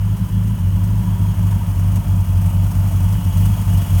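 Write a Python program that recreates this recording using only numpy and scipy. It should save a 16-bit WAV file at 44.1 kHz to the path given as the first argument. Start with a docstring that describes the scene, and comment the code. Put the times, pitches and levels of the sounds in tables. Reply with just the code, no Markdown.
"""A lumpy, booming idle that stumbles now and then: an old open car's eight-cylinder engine, on grass.
Exhaust beats follow the crankshaft and uneven firings ring the pipe. The block clatters, a belt
pulley chafes once a turn, the valve gear ticks and the carburettors hiss. The listener walks up
to the open bay, so the clatter changes colour and the hiss and ticks grow louder."""
import sys
import numpy as np
from scipy import signal
from scipy.fft import rfft, irfft
from scipy.io import wavfile
from scipy.ndimage import uniform_filter1d

SR = 44100
rng = np.random.default_rng(int(sys.argv[2]) if len(sys.argv) > 2 else 0)


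def waveform_to_disk(signal):
    """Save audio, clipped to [-1, 1], as 16-bit WAV at the path in sys.argv[1]."""
    frames = np.transpose(np.atleast_2d(signal))
    scaled = np.clip(frames, -1, 1) * 32767
    samples = np.round(scaled).astype(np.int16)
    wavfile.write(sys.argv[1], SR, samples)


N = 176400

# crankshaft speed: time_s, speed_rpm
CRANK_SPEED = [(0.0, 1401.0), (0.04, 1525.0), (0.25, 1591.0), (0.3, 1514.0), (0.55, 1606.0), (0.62, 1410.0),
               (1.03, 1595.0), (1.11, 1502.0), (1.62, 1495.0), (1.76, 1418.0), (1.95, 1497.0),
               (2.36, 1398.0), (2.41, 1427.0), (2.88, 1440.0), (3.02, 1408.0), (3.17, 1553.0),
               (3.34, 1390.0), (3.53, 1544.0), (3.69, 1452.0), (4.0, 1401.0)]
# listener's approach: time_s, exhaust_gain_db, block_gain_db, hiss_and_tick_gain_db
APPROACH = [(0, -1.5, -2, -3.5), (.7, -1.14, -2.5, -3), (1.3, -0.5, 0.5, -1.5), (2.3, -0.2, 1, -0.9),
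            (2.9, 0.35, 2, 1.1), (3.3, 0, 1, 0.9), (3.4, 2, 2, 4), (3.6, 0.5, 3, 2), (4, 3, 3, 5)]
# carburettor hiss: freq_hz, relative_db
HISS_SPECTRUM = [(1500, -1.5), (3000, 3), (3700, -6.5), (4700, -4), (5200, -1.5), (5700, -2), (6500, -1.5),
                 (7500, -2.5), (8900, -2), (9900, 1), (10500, -2), (11600, 0.5), (14400, 1.5), (17000, 1)]
# intake resonances: centre_hz, width_hz, relative_db
INTAKE_WHISTLES = [(2934, 210, 1), (3270, 170, -.5), (6610, 240, -5), (8740, 380, -5.5), (9720, 300, -6),
                   (11850, 560, -6), (14600, 400, -8)]
# valve ticks: phase_cycles, relative_db
VALVE_TIMING = [(.01, 0), (.07, -1), (.45, -2), (.53, 2), (.77, -4), (.85, -4)]
# harder valve clicks: start_s, strength_db
VALVE_CLICKS = [(1.467, -40), (1.51, -41), (1.957, -38), (2.459, -42), (2.64, -41), (3.124, -39),
                (3.37, -38), (3.451, -38.5), (3.772, -37), (3.974, -38)]
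# valve gear ring: freq_hz, relative_db
VALVE_SPECTRUM = [(1000, 11.5), (4200, -1.5), (6650, 6), (7500, 0.5), (8700, 9.5), (10500, 0), (11700, 9.5),
                  (13500, 1), (17000, 4)]
# ordinary belt chafing: time_s, peak_db, pitch_hz
BELT_CHAFE = [(0, -46, 990), (.55, -44, 980), (.68, -57, 975), (.85, -41, 965), (1.4, -40.5, 950),
              (2.6, -45, 920), (4, -42, 915)]
# loud belt chirps, each on the nearest pulley turn: time_s, peak_db
BELT_CHIRPS = [(.505, -39), (.59, -38.5), (.775, -39), (.82, -38.5), (1.03, -37), (1.075, -34),
               (1.165, -36), (1.255, -36), (1.3, -36.5), (1.435, -36), (1.52, -34), (1.61, -34.5),
               (1.89, -37), (1.98, -37), (2.21, -37), (2.49, -36), (3.635, -36)]
# block and timing gear clatter: freq_hz, front_relative_db, side_relative_db
CLATTER_SPECTRA = [(20, 17.5, 11.5), (118, -9.5, 18), (310, 2, -8), (385, 9.5, -27), (413, -3.5, -7),
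                   (554, 3.5, 5), (699, 3.5, 12), (776, -2, 1.5), (863, 7, 11), (1345, -0.5, 1.5),
                   (1720, -4, -6.5), (2080, -9.5, -11), (2450, -11.5, -6), (2970, -4.5, -6),
                   (3290, -6.5, -17), (3580, -17, -40), (17000, -47, -50)]
# light taps in the block: freq_hz, relative_db
TAP_SPECTRUM = [(500, 4), (1100, 5.5), (1700, 5.5), (2900, -4.5), (3400, -5), (4500, -8.5), (17000, -26)]
# exhaust harmonics: multiple_of_cycle_rate, relative_db
EXHAUST_ORDERS = [(4, -6.3), (7, -14), (8, 1.4), (12, -13.5), (14, -10.3), (15, -19), (17, -22)]
# runs of weak firings: centre_s, length_s, depth_db
WEAK_FIRINGS = [(0.179, 0.046, -14.0), (0.281, 0.051, -16.0), (0.578, 0.051, -15.0), (1.048, 0.049, -8.0),
                (1.173, 0.043, -8.0), (1.349, 0.053, -11.0), (1.596, 0.044, -8.0), (1.657, 0.046, -10.0),
                (1.742, 0.045, -7.0), (2.037, 0.058, -12.0), (2.264, 0.05, -11.0), (2.524, 0.044, -8.0),
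                (2.723, 0.052, -9.0), (2.913, 0.046, -10.0), (3.215, 0.058, -13.0), (3.324, 0.051, -9.0),
                (3.571, 0.051, -10.0), (3.646, 0.05, -11.0), (3.866, 0.079, -17.0)]
# exhaust pipe resonances: centre_hz, width_hz, relative_db
PIPE_MODES = [(38, 12, -11), (60, 24, -2), (86, 30, 0), (152, 24, -7), (178, 22, -4), (204, 16, -11.5),
              (281, 14, -15.5)]


def undb(db):
    return 10 ** (np.asarray(db) / 20)


def unit_rms(x):
    return x / np.sqrt(np.mean(x ** 2))


def curve(rows):
    """Linear tracks through (time_s, value, ...) rows, one per value column."""
    times_s, *columns = np.array(rows, float).T
    return [np.interp(np.arange(N) / SR, times_s, column) for column in columns]


def noise(spectrum):
    """Unit-rms noise shaped by (freq_hz, relative_db) rows."""
    hz, db = np.array(spectrum, float).T
    bins_hz = np.maximum(np.fft.rfftfreq(N, 1 / SR), 1)
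    gain = undb(np.interp(np.log(bins_hz), np.log(hz), db))
    return unit_rms(irfft(rfft(rng.standard_normal(N)) * gain, N))


def resonate(x, hz, width_hz):
    """Steep resonance: one band-pass, twice."""
    b, a = signal.iirpeak(hz, hz / width_hz, fs=SR)
    return signal.lfilter(b, a, signal.lfilter(b, a, x))


def flutter(hz):
    """Unit-rms random wavering, up to the given rate."""
    lowpass = signal.butter(2, hz, fs=SR, output="sos")
    return unit_rms(signal.sosfilt(lowpass, rng.standard_normal(N)))


def strikes(clock, marks, sizes):
    """An impulse wherever the rising clock passes a mark."""
    inside = (marks > clock[0]) & (marks < clock[-1])
    return np.bincount(np.searchsorted(clock, marks[inside]), sizes[inside], N)


def decay(hits, decay_s):
    """An exponential tail on each impulse."""
    return signal.lfilter([1], [1, -np.exp(-1 / (decay_s * SR))], hits)


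def carburettors(hiss_db=-42.5, whistle_db=-56, flicker_db=3, pulse_db=0):
    """Intake air hisses; narrow resonances whistle, each flickering on its own."""
    whistles = 0
    for hz, width_hz, db in INTAKE_WHISTLES:
        band = resonate(rng.standard_normal(N), hz, width_hz)
        whistles += undb(whistle_db + db) * unit_rms(band * undb(flicker_db * flutter(hz=5.7)))
    intake = noise(HISS_SPECTRUM) * undb(hiss_db) + whistles
    return intake * undb(pulse_db * flutter(hz=59.7))  # no pulsing at 0 dB


def valve_gear(t, cycles, near_db, tick_db=-45.3, scatter_db=7, rise_s=0.005, decay_s=0.017):
    """Each valve ticks once a cycle, never twice alike; now and then one clicks harder."""
    phase_cycles, valve_db = np.array(VALVE_TIMING).T
    tick_cycles = np.arange(-1, 54)[:, None] + phase_cycles
    force = undb(valve_db + scatter_db * rng.uniform(-1, 1, tick_cycles.shape))
    ticks = unit_rms(decay(strikes(cycles, tick_cycles.ravel(), force.ravel()), decay_s))
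    click_s, click_db = np.array(VALVE_CLICKS).T
    clicks = decay(strikes(t, click_s, undb(click_db)), decay_s)
    envelope = uniform_filter1d(ticks * undb(tick_db + near_db) + clicks, int(rise_s * SR))
    return noise(VALVE_SPECTRUM) * envelope


def belt_pulley(t, cycles, width_turns=0.27, drop_hz_per_turn=110, waver_hz=14, scatter_db=1.5):
    """The belt chafes once a pulley turn: a short falling chirp, much louder on some turns."""
    turns_per_cycle, chafe_at_turns = 1.798, 0.685
    turns = turns_per_cycle * cycles - chafe_at_turns
    turn_index = np.round(turns)
    offset_turns = turns - turn_index
    peak_db, centre_hz = curve(BELT_CHAFE)
    peak_db += scatter_db * flutter(hz=6)
    for time_s, chirp_db in BELT_CHIRPS:
        peak_db[turn_index == np.round(np.interp(time_s, t, turns))] = chirp_db
    pitch_hz = centre_hz - drop_hz_per_turn * offset_turns + waver_hz * flutter(hz=58.7)
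    envelope = undb(peak_db) * np.exp(-(offset_turns / width_turns) ** 2)
    return envelope * np.sin(2 * np.pi * np.cumsum(pitch_hz) / SR)


def engine_block(t, clatter_db=-39, rough_db=1, tap_db=-55, tap_range_db=10, walk_s=(0.66, 2.22)):
    """Dense clatter that changes colour on the walk from front to side, plus light random taps."""
    hz, front_db, side_db = np.array(CLATTER_SPECTRA).T
    side_share = np.interp(t, walk_s, [0, 1])
    front = np.sqrt(1 - side_share) * noise(np.c_[hz, front_db])
    side = np.sqrt(side_share) * noise(np.c_[hz, side_db])
    clatter = unit_rms((front + side) * undb(rough_db * flutter(hz=258)))
    when, force = rng.uniform(size=(420, 2)).T
    hits = strikes(t, when * t[-1], undb(tap_range_db * force))
    taps = unit_rms(decay(hits, decay_s=0.001) * noise(TAP_SPECTRUM))
    return clatter * undb(clatter_db) + taps * undb(tap_db)


def pipe_burble(cycles, firings=440, jitter_cycles=0.01):
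    """Unequal firings, eight a cycle, ring the exhaust pipe."""
    force, lateness = rng.uniform(-1, 1, size=(firings, 2)).T
    puffs = strikes(cycles, np.arange(firings) / 8 + jitter_cycles * lateness, force)
    return unit_rms(sum(undb(db) * resonate(puffs, hz, width_hz) for hz, width_hz, db in PIPE_MODES))


def exhaust(t, cycles, rpm, note_db=-13.3, burble_db=-24, smear_rad=0.09, waver_rad=0.6):
    """Note and burble sag at each stumble; at lower speed the firing note booms, upper orders soften."""
    boom_db_per_rpm, bark_db_per_rpm = 0.0091, 0.02
    sag_db = sum(depth_db * np.exp(-(2 * (t - centre_s) / length_s) ** 2)
                 for centre_s, length_s, depth_db in WEAK_FIRINGS)
    excess_rpm = rpm - rpm.mean()
    note = 0
    for order, db in EXHAUST_ORDERS:
        lag_rad = smear_rad * (order - 4) * (order - 8)
        if order < 7:
            swell_db = 0.7 * sag_db
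        elif order <= 8:  # at or just under the firing rate
            swell_db = sag_db - boom_db_per_rpm * excess_rpm
        else:
            swell_db = 0.47 * sag_db + bark_db_per_rpm * excess_rpm
            lag_rad += waver_rad * flutter(hz=7)
        note += undb(note_db + db + swell_db) * np.cos(2 * np.pi * order * cycles - lag_rad)
    return note + pipe_burble(cycles) * undb(burble_db + 0.3 * sag_db)


def scene(first_beat_cycles=0.604):
    """The crankshaft times belt, valves and exhaust; the approach lifts block, hiss, ticks and exhaust."""
    t = np.arange(N) / SR
    rpm = curve(CRANK_SPEED)[0]
    cycles = np.cumsum(rpm) / (2 * 60 * SR) - first_beat_cycles  # two crank turns a cycle
    exhaust_db, block_db, treble_db = curve(APPROACH)
    mix = engine_block(t) * undb(block_db)
    mix += belt_pulley(t, cycles)
    mix += carburettors() * undb(treble_db)
    mix += valve_gear(t, cycles, treble_db)
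    mix += exhaust(t, cycles, rpm) * undb(exhaust_db)
    return mix[None]


def record(dry, low_cut_hz=26, high_cut_hz=17000):
    """Thins the deepest bass, rounds the loudest beats, cuts the top."""
    bins_hz = np.fft.rfftfreq(N, 1 / SR)
    highpass_gain = 1 - 1 / (1 + (bins_hz / low_cut_hz) ** 6)
    thinned = irfft(rfft(dry) * highpass_gain, N)
    rounded = thinned / (1 + thinned ** 6) ** (1 / 6)
    lowpass = signal.ellip(10, 0.1, 80, high_cut_hz, fs=SR, output="sos")
    return signal.sosfilt(lowpass, rounded)


dry = scene()
out = record(dry)
waveform_to_disk(out)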